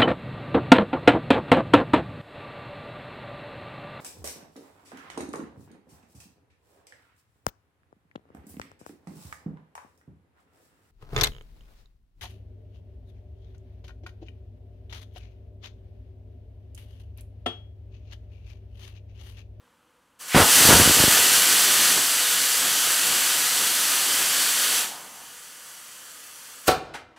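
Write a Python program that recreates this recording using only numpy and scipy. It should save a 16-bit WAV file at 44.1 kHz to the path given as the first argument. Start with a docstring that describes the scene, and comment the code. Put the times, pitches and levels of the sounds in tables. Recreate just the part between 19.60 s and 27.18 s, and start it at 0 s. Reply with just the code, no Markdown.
"""A faint fizz comes first, as two small solid-fuel rocket motors light on a test stand in a walled yard.
At peak thrust the turbulent plume roars and its eddies buffet the one close microphone; the burn then
settles to a steady nozzle hiss that dies away. A delay charge hisses on faintly until the ejection
charge bangs, ringing the casing and echoing between the walls. Two small pops follow."""
import sys
import numpy as np
from scipy import signal
from scipy.fft import rfft, irfft
from scipy.io import wavfile
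from scipy.ndimage import uniform_filter1d

SR = 44100
rng = np.random.default_rng(int(sys.argv[2]) if len(sys.argv) > 2 else 0)


def dump_mix(stems):
    """Bounce the given channels to the path in sys.argv[1] as a 16-bit WAV at rate SR."""
    frames = np.atleast_2d(stems).T  # one column per channel
    limited = np.clip(frames, -1, 1)  # hard clip at full scale
    pcm = np.round(limited * 32767).astype(np.int16)
    wavfile.write(sys.argv[1], SR, pcm)


N = 334278
T = np.arange(N) / SR

# Thrust: a peak, a long even burn, burn-out. Each row: time in seconds, relative hiss level in dB.
THRUST = [(0.7, -36), (0.73, -33), (0.77, -20), (0.9, -18.5), (0.92, -16), (1.08, -13.5), (1.19, -16),
          (1.92, -19), (2.27, -19), (2.42, -22.5), (3.74, -23), (5.18, -23), (5.21, -24.5), (5.32, -41.5),
          (5.45, -47)]
# The ejection charge: time in seconds, level of the gas rush in dB, level of the blast in dB.
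EJECTION = (7.081, -16, -11.5)
# Spectra of low-pressure gas and of a blast. Each row: frequency in Hz, relative level in dB.
FIZZ_SPECTRUM = [(35, -51), (60, -19.5), (322, -12.5), (425, -12), (513, -6), (663, -9), (1190, -4),
                 (2330, -6), (3160, -5.5), (3900, -7.5), (7850, -3.5), (12200, -7), (15800, -16)]
BLAST_SPECTRUM = [(30, -9), (90, 0.5), (250, -1), (500, 5.5), (800, -2.5), (1200, 0.5), (2200, -5.5),
                  (5000, -10), (9000, -27), (15000, -65)]


def undb(db):
    """Amplitude ratio of a level in decibels."""
    return 10 ** (np.asarray(db) / 20)


def unit(x):
    """Normalisation to rms 1."""
    return x / np.sqrt(np.mean(x ** 2))


def curve(rows):
    """Linear interpolation of (time, value) rows."""
    times, values = np.transpose(rows)
    return np.interp(T, times, values)


def convolve(x, response):
    """Convolution with an impulse response."""
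    return signal.fftconvolve(x, response)[:N]


def colour(x, spectrum, size=4096):
    """Minimum-phase filtering, at unit energy, to a (Hz, dB) outline."""
    hz, db = np.transpose(spectrum)
    log_hz = np.log(np.fft.rfftfreq(size, 1 / SR) + 1)
    cepstrum = irfft(np.log(undb(np.interp(log_hz, np.log(hz), db))))
    cepstrum[1:size // 2] *= 2  # folding the cepstrum makes the filter causal
    cepstrum[size // 2 + 1:] = 0
    response = irfft(np.exp(rfft(cepstrum)))
    return convolve(x, response / np.linalg.norm(response))


def resonance(x, hz, width_hz):
    """Second-order resonator with gain 1 at the centre."""
    return signal.lfilter(*signal.iirpeak(hz, hz / width_hz, SR), x)


def noise():
    """White noise of rms 1."""
    return rng.standard_normal(N)


def band_noise(hz, width_hz):
    """Noise of rms 1, narrowed by two resonators in series."""
    return unit(resonance(resonance(noise(), hz, width_hz), hz, 2 * width_hz))


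def wander(rate_hz):
    """Smooth random modulation of rms 1, mostly slower than rate_hz."""
    span = max(int(SR / rate_hz), 1)
    return unit(uniform_filter1d(uniform_filter1d(noise(), span), span))


def burst(peak_s, rise_s, t60):
    """Exponential growth and decay: 60 dB up in rise_s, 60 dB down in t60."""
    return undb(-60 * np.maximum((peak_s - T) / rise_s, (T - peak_s) / t60))


def burning(lit_s, out_s, fade_s):
    """Linear gate that opens on lighting and closes at burn-out."""
    return np.clip((T - lit_s) / 0.0023, 0, 1) * np.clip(1 - (T - out_s) / fade_s, 0, 1)


def ambience(level_db=-64.5, swell_db=1):
    """Outdoor noise floor, slowly modulated in level."""
    # Each row: frequency in Hz, relative level in dB.
    spectrum = [(25, -14), (55, -6), (150, -8.5), (300, -3.5), (400, -14.5), (500, -1.5), (640, -13.5),
                (1000, -4.5), (1450, -6.5), (2200, -16), (3000, -14.5), (5000, -26), (15000, -45)]
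    return colour(noise(), spectrum) * undb(level_db + swell_db * wander(5))


def yard(x, build_s=0.018):
    """Reverberation: direct sound, near-wall echoes that thicken, and a faint long tail."""
    # Each row: band in Hz, near-wall T60 in seconds and level in dB, tail T60 in seconds and level in dB.
    bands = np.array([(100, 0.21, -5, 1, -8), (700, 0.28, -7.5, 1, -19), (2000, 0.23, -3.5, 0.97, -13.5),
                      (5000, 0.24, -8.5, .6, -18.5), (12000, 0.16, -8, .35, -26.5)])
    edges_hz = np.sqrt(bands[1:, 0] * bands[:-1, 0])
    t = T[:SR]
    build_up = 1 - np.exp(-t / build_s)
    rest, response = rng.standard_normal(SR), np.zeros(SR)
    for k, (_, near_t60, near_db, far_t60, far_db) in enumerate(bands):
        band = rest
        if k < len(edges_hz):
            band = signal.sosfiltfilt(signal.butter(2, edges_hz[k], fs=SR, output="sos"), rest)
        rest = rest - band
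        near, far = (undb(-60 * t / t60) * build_up for t60 in (near_t60, far_t60))
        near *= undb(near_db) / np.linalg.norm(near)
        far *= undb(far_db) / np.linalg.norm(far)
        response += band * np.hypot(near, far)
    response[0] = 1  # direct sound
    return convolve(x, response / np.linalg.norm(response))


def wall_slap(x, delay_s=0.032, slap_db=-14):
    """Single delayed reflection from the nearest wall."""
    return x + undb(slap_db) * np.interp(T - delay_s, T, x, left=0)


def stand(x, source):
    """Comb filtering: short reflections off the stand interfere with the direct sound."""
    # Each row: delay in milliseconds, relative amplitude for the jet, the same for the fizz.
    reflections = [(0.657, 0.17, 0.22), (0.791, -0.029, -0.054), (3.43, 0.019, 0.091), (4.085, 0.069, .16),
                   (6.5, 0.049, 0.18)]
    column = {"jet": 1, "fizz": 2}[source]
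    hz = np.fft.rfftfreq(N, 1 / SR)
    comb = 1 + sum(row[column] * np.exp(-2j * np.pi * hz * row[0] / 1000) for row in reflections)
    return irfft(rfft(x) * unit(np.abs(comb)) * np.exp(1j * np.angle(comb)), N)


def lingering_boom():
    """Repeated reflection between distant walls prolongs the bang's hollow note."""
    # The note: centre in Hz, bandwidth in Hz, level in dB, T60 in seconds.
    after_ring = (718, 261, -36, 0.8)
    hz, width_hz, db, t60 = after_ring
    return undb(db) * band_noise(hz, width_hz) * burst(EJECTION[0] + 0.031, 0.05, t60)


def smoke_puffs():
    """Flow-excited resonance: slow gas blows a hollow note across the nozzle mouth."""
    # Each row: peak time in seconds, level in dB, centre and width in Hz, swell and T60 in seconds.
    puffs = [(0.742, -25, 2250, 1700, 0.18, 0.068), (0.85, -24.5, 850, 199, 0.2, 0.22),
             (5.35, -43.5, 860, 500, 0.99, 0.7), (5.61, -51.5, 890, 350, 0.81, 0.33)]
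    return sum(undb(db) * band_noise(hz, width_hz) * burst(peak_s, swell_s, t60)
               for peak_s, db, hz, width_hz, swell_s, t60 in puffs)


def powder_fizz(flutter_db=0.3, ramp_s=0.023):
    """Flow noise of gas leaving the nozzle at low pressure, steady while each charge burns."""
    # Fuse, igniter and delay charge. Each row: start and end in seconds, level in dB.
    charges = [(0, 0.83, -72.5), (.6, 0.87, -39), (.8, 7.075, -43.5)]
    flow = sum(undb(db) * np.clip(0.5 + np.minimum(T - start, end - T) / ramp_s, 0, 1)
               for start, end, db in charges)
    return stand(colour(noise() * flow * undb(flutter_db * wander(18)), FIZZ_SPECTRUM), "fizz")


def late_pops(attack_s=0.0065):
    """Soft, hollow noise transients: each opens quickly, holds and decays exponentially."""
    # Each row: start in seconds, level in dB, hold and T60 in seconds.
    pops = [(7.336, -34, 0.022, 0.1), (7.56, -50.5, .022, .13)]
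    # Each row: frequency in Hz, relative level in dB.
    spectrum = [(100, -23), (500, -11), (850, -1), (1150, -14.5), (1450, -6), (2300, -10.5), (5000, -19.5),
                (9000, -25.5), (15000, -42)]
    envelope = np.zeros(N)
    for start, db, hold_s, t60 in pops:
        age = T - start
        envelope += np.clip(age / attack_s, 0, 1) * undb(db - 60 * np.maximum(age - hold_s, 0) / t60)
    return colour(noise() * envelope, spectrum)


def ejection(rush_rise_s=0.043, rush_t60=0.038, blast_t60=0.11, ring_db=1, thump_db=-15, thump_s=0.0031):
    """Gas rushes out, then the cap blows: a blast wave that excites the empty casing's resonances."""
    # Each row: frequency in Hz, bandwidth in Hz, relative gain in dB.
    casing_modes = [(490, 130, 1), (730, 78, 9)]
    start, rush_db, blast_db = EJECTION
    rush = colour(noise() * burst(start, rush_rise_s, rush_t60), FIZZ_SPECTRUM)
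    blast = colour(noise() * burst(start, 0.0028, blast_t60), BLAST_SPECTRUM)
    ring = sum(undb(db + ring_db) * resonance(blast, hz, width) for hz, width, db in casing_modes)
    age = np.maximum(T - start, 0) / thump_s
    thump = (T > start) * (1 - age) * np.exp(-age)  # overpressure, then a longer suction
    return undb(rush_db) * rush + undb(blast_db) * (blast + ring) + undb(thump_db) * thump


def ignition_flare(level_db=-17):
    """Combustion noise: the first flame leaves the nozzle as one short, dense roar."""
    flame = noise() * undb(level_db) * burning(lit_s=0.746, out_s=0.829, fade_s=0.012)
    return colour(flame, BLAST_SPECTRUM)


def flame_level(peak_s=0.757, peak_db=-13.5, sag_s=0.073):
    """Onset transient of the roar in dB: it leaps as the flame catches, sags, then collapses."""
    rise_db_per_s, sag_db_per_s, collapse_db_per_s = 501, 94, 999.5
    age = T - peak_s
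    flame_db = peak_db + np.minimum(rise_db_per_s * age, -sag_db_per_s * age)
    return flame_db - collapse_db_per_s * np.maximum(age - sag_s, 0)


def roar_level(lag_s=0.034, knee_hiss_db=-21.5, knee_roar_db=-42, strong_slope=2.5, weak_slope=0.5):
    """Plume level in dB: a power law of the lagged thrust, steep above a knee, with swells and flame."""
    # Brief, irregular swells of the low roar. Each row: centre and length in seconds, lift in dB.
    swells = [(1.007, .06, 3), (1.12, 0.089, 9), (1.205, 0.065, 9.5), (1.28, 0.06, 5), (1.407, 0.085, 8),
              (1.594, 0.091, 2.5), (1.766, 0.025, 7), (2.207, 0.034, 5), (2.379, 0.034, 12),
              (3.04, 0.11, 8), (3.517, .1, 7.5), (4.014, .08, 5.5), (4.48, 0.076, 6), (4.613, 0.063, 7.5)]
    over_db = np.interp(T - lag_s, T, curve(THRUST)) - knee_hiss_db
    steady_db = knee_roar_db + over_db * np.where(over_db > 0, strong_slope, weak_slope)
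    swell_db = sum(db * np.exp(-(2 * (T - at) / length_s) ** 2) for at, length_s, db in swells)
    return np.maximum(steady_db + swell_db, flame_level())


def gusts(gain_db=-5, full_db=-19, growth=2.3):
    """Wind noise: a strong plume stirs air at the microphone, growing faster than the roar up to a cap."""
    # Each row: frequency in Hz, relative level in dB.
    spectrum = [(20, -14.5), (50, -11), (90, -0.5), (200, -8.5), (400, -16), (1000, -20), (5000, -61.5)]
    level_db = full_db + gain_db + growth * np.minimum(roar_level() - full_db, 0)
    return colour(noise(), spectrum) * undb(level_db) * burning(lit_s=0.8, out_s=1.4, fade_s=0.3)


def buffets(gain_db=-3, width_s=0.00055, lag_s=0.001, rebound=0.53):
    """Near-field pressure of large eddies at the microphone: a brief suction, then a broader push."""
    # Each row: time in seconds, relative level in dB.
    eddies = [(0.746, -3), (0.759, -1), (0.764, -0.5), (0.801, -2), (1.052, -7), (1.089, -4.5),
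              (1.129, -1.5), (1.198, -2), (1.259, -8), (1.275, -3.5), (1.296, -8), (1.309, -10), (1.4, -8),
              (1.438, -4), (1.479, -6.5)]
    pressure = np.zeros(N)
    for start, db in eddies:
        age = (T - start - lag_s) / width_s
        suction = np.exp(-age ** 2)
        push = rebound * np.exp(-((age - 2.6) / 2.9) ** 2)
        pressure += undb(db + gain_db) * (push - suction)
    return pressure


def plume_roar(gain_db=-1, eddies_per_s=3000, scatter_db=3, billow_db=1.2):
    """Turbulent mixing: eddies of unequal size break up at random, each a soft pressure pulse."""
    # Each row: frequency in Hz, relative level in dB.
    spectrum = [(20, -25.5), (45, -15), (80, -9.5), (180, -0.5), (400, 1.5), (750, -1), (1500, -2.5),
                (3000, -10.5), (8000, -42), (15000, -51)]
    sizes = undb(scatter_db * np.minimum(rng.exponential(size=N), 4)) * np.sign(noise())
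    eddies = unit(sizes * (rng.random(N) < eddies_per_s / SR))
    drive = undb(roar_level() + gain_db + billow_db * wander(35))
    return colour(eddies * drive * burning(lit_s=0.741, out_s=5.5, fade_s=0.26), spectrum)


def nozzle_hiss(gain_db=1.35, flutter_db=0.34, sputter_db=0.5):
    """Jet noise from fine turbulence at the nozzle: it follows the thrust and flutters slightly."""
    # Each row: frequency in Hz, relative level in dB.
    spectrum = [(180, -41), (300, -9), (385, -23), (469, -11), (812, -7), (1380, -3), (2510, -2.5),
                (2960, -1), (3920, -1), (4550, -1.5), (6780, -1.5), (8000, 0), (12100, -3.5), (15000, -9),
                (15800, -17)]
    flow = noise() * undb(curve(THRUST) + gain_db + flutter_db * wander(22) + sputter_db * wander(250))
    return stand(colour(flow * burning(lit_s=0.68, out_s=5.36, fade_s=0.11), spectrum), "jet")


def scene():
    """Superposition, alike in both channels: the motors, bang and pops reverberate in the yard;
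    boom, flare, gusts, buffets and background add directly."""
    motors = nozzle_hiss() + plume_roar() + powder_fizz() + smoke_puffs()
    bangs = wall_slap(ejection()) + late_pops()
    sound = yard(motors + bangs) + lingering_boom() + ignition_flare() + gusts() + buffets() + ambience()
    return np.array([sound, sound])


def record(dry, low_cut_hz=45, ceiling=0.9, top_hz=15750):
    """Band limiting and soft saturation: the microphone sheds deep bass, rounds peaks, cuts the top."""
    thin = signal.sosfilt(signal.butter(3, low_cut_hz, "high", fs=SR, output="sos"), dry)
    rounded = thin / (1 + (thin / ceiling) ** 4) ** 0.25
    return signal.sosfilt(signal.ellip(12, 0.1, 90, top_hz, fs=SR, output="sos"), rounded)


dry = scene()
out = record(dry)
dump_mix(out)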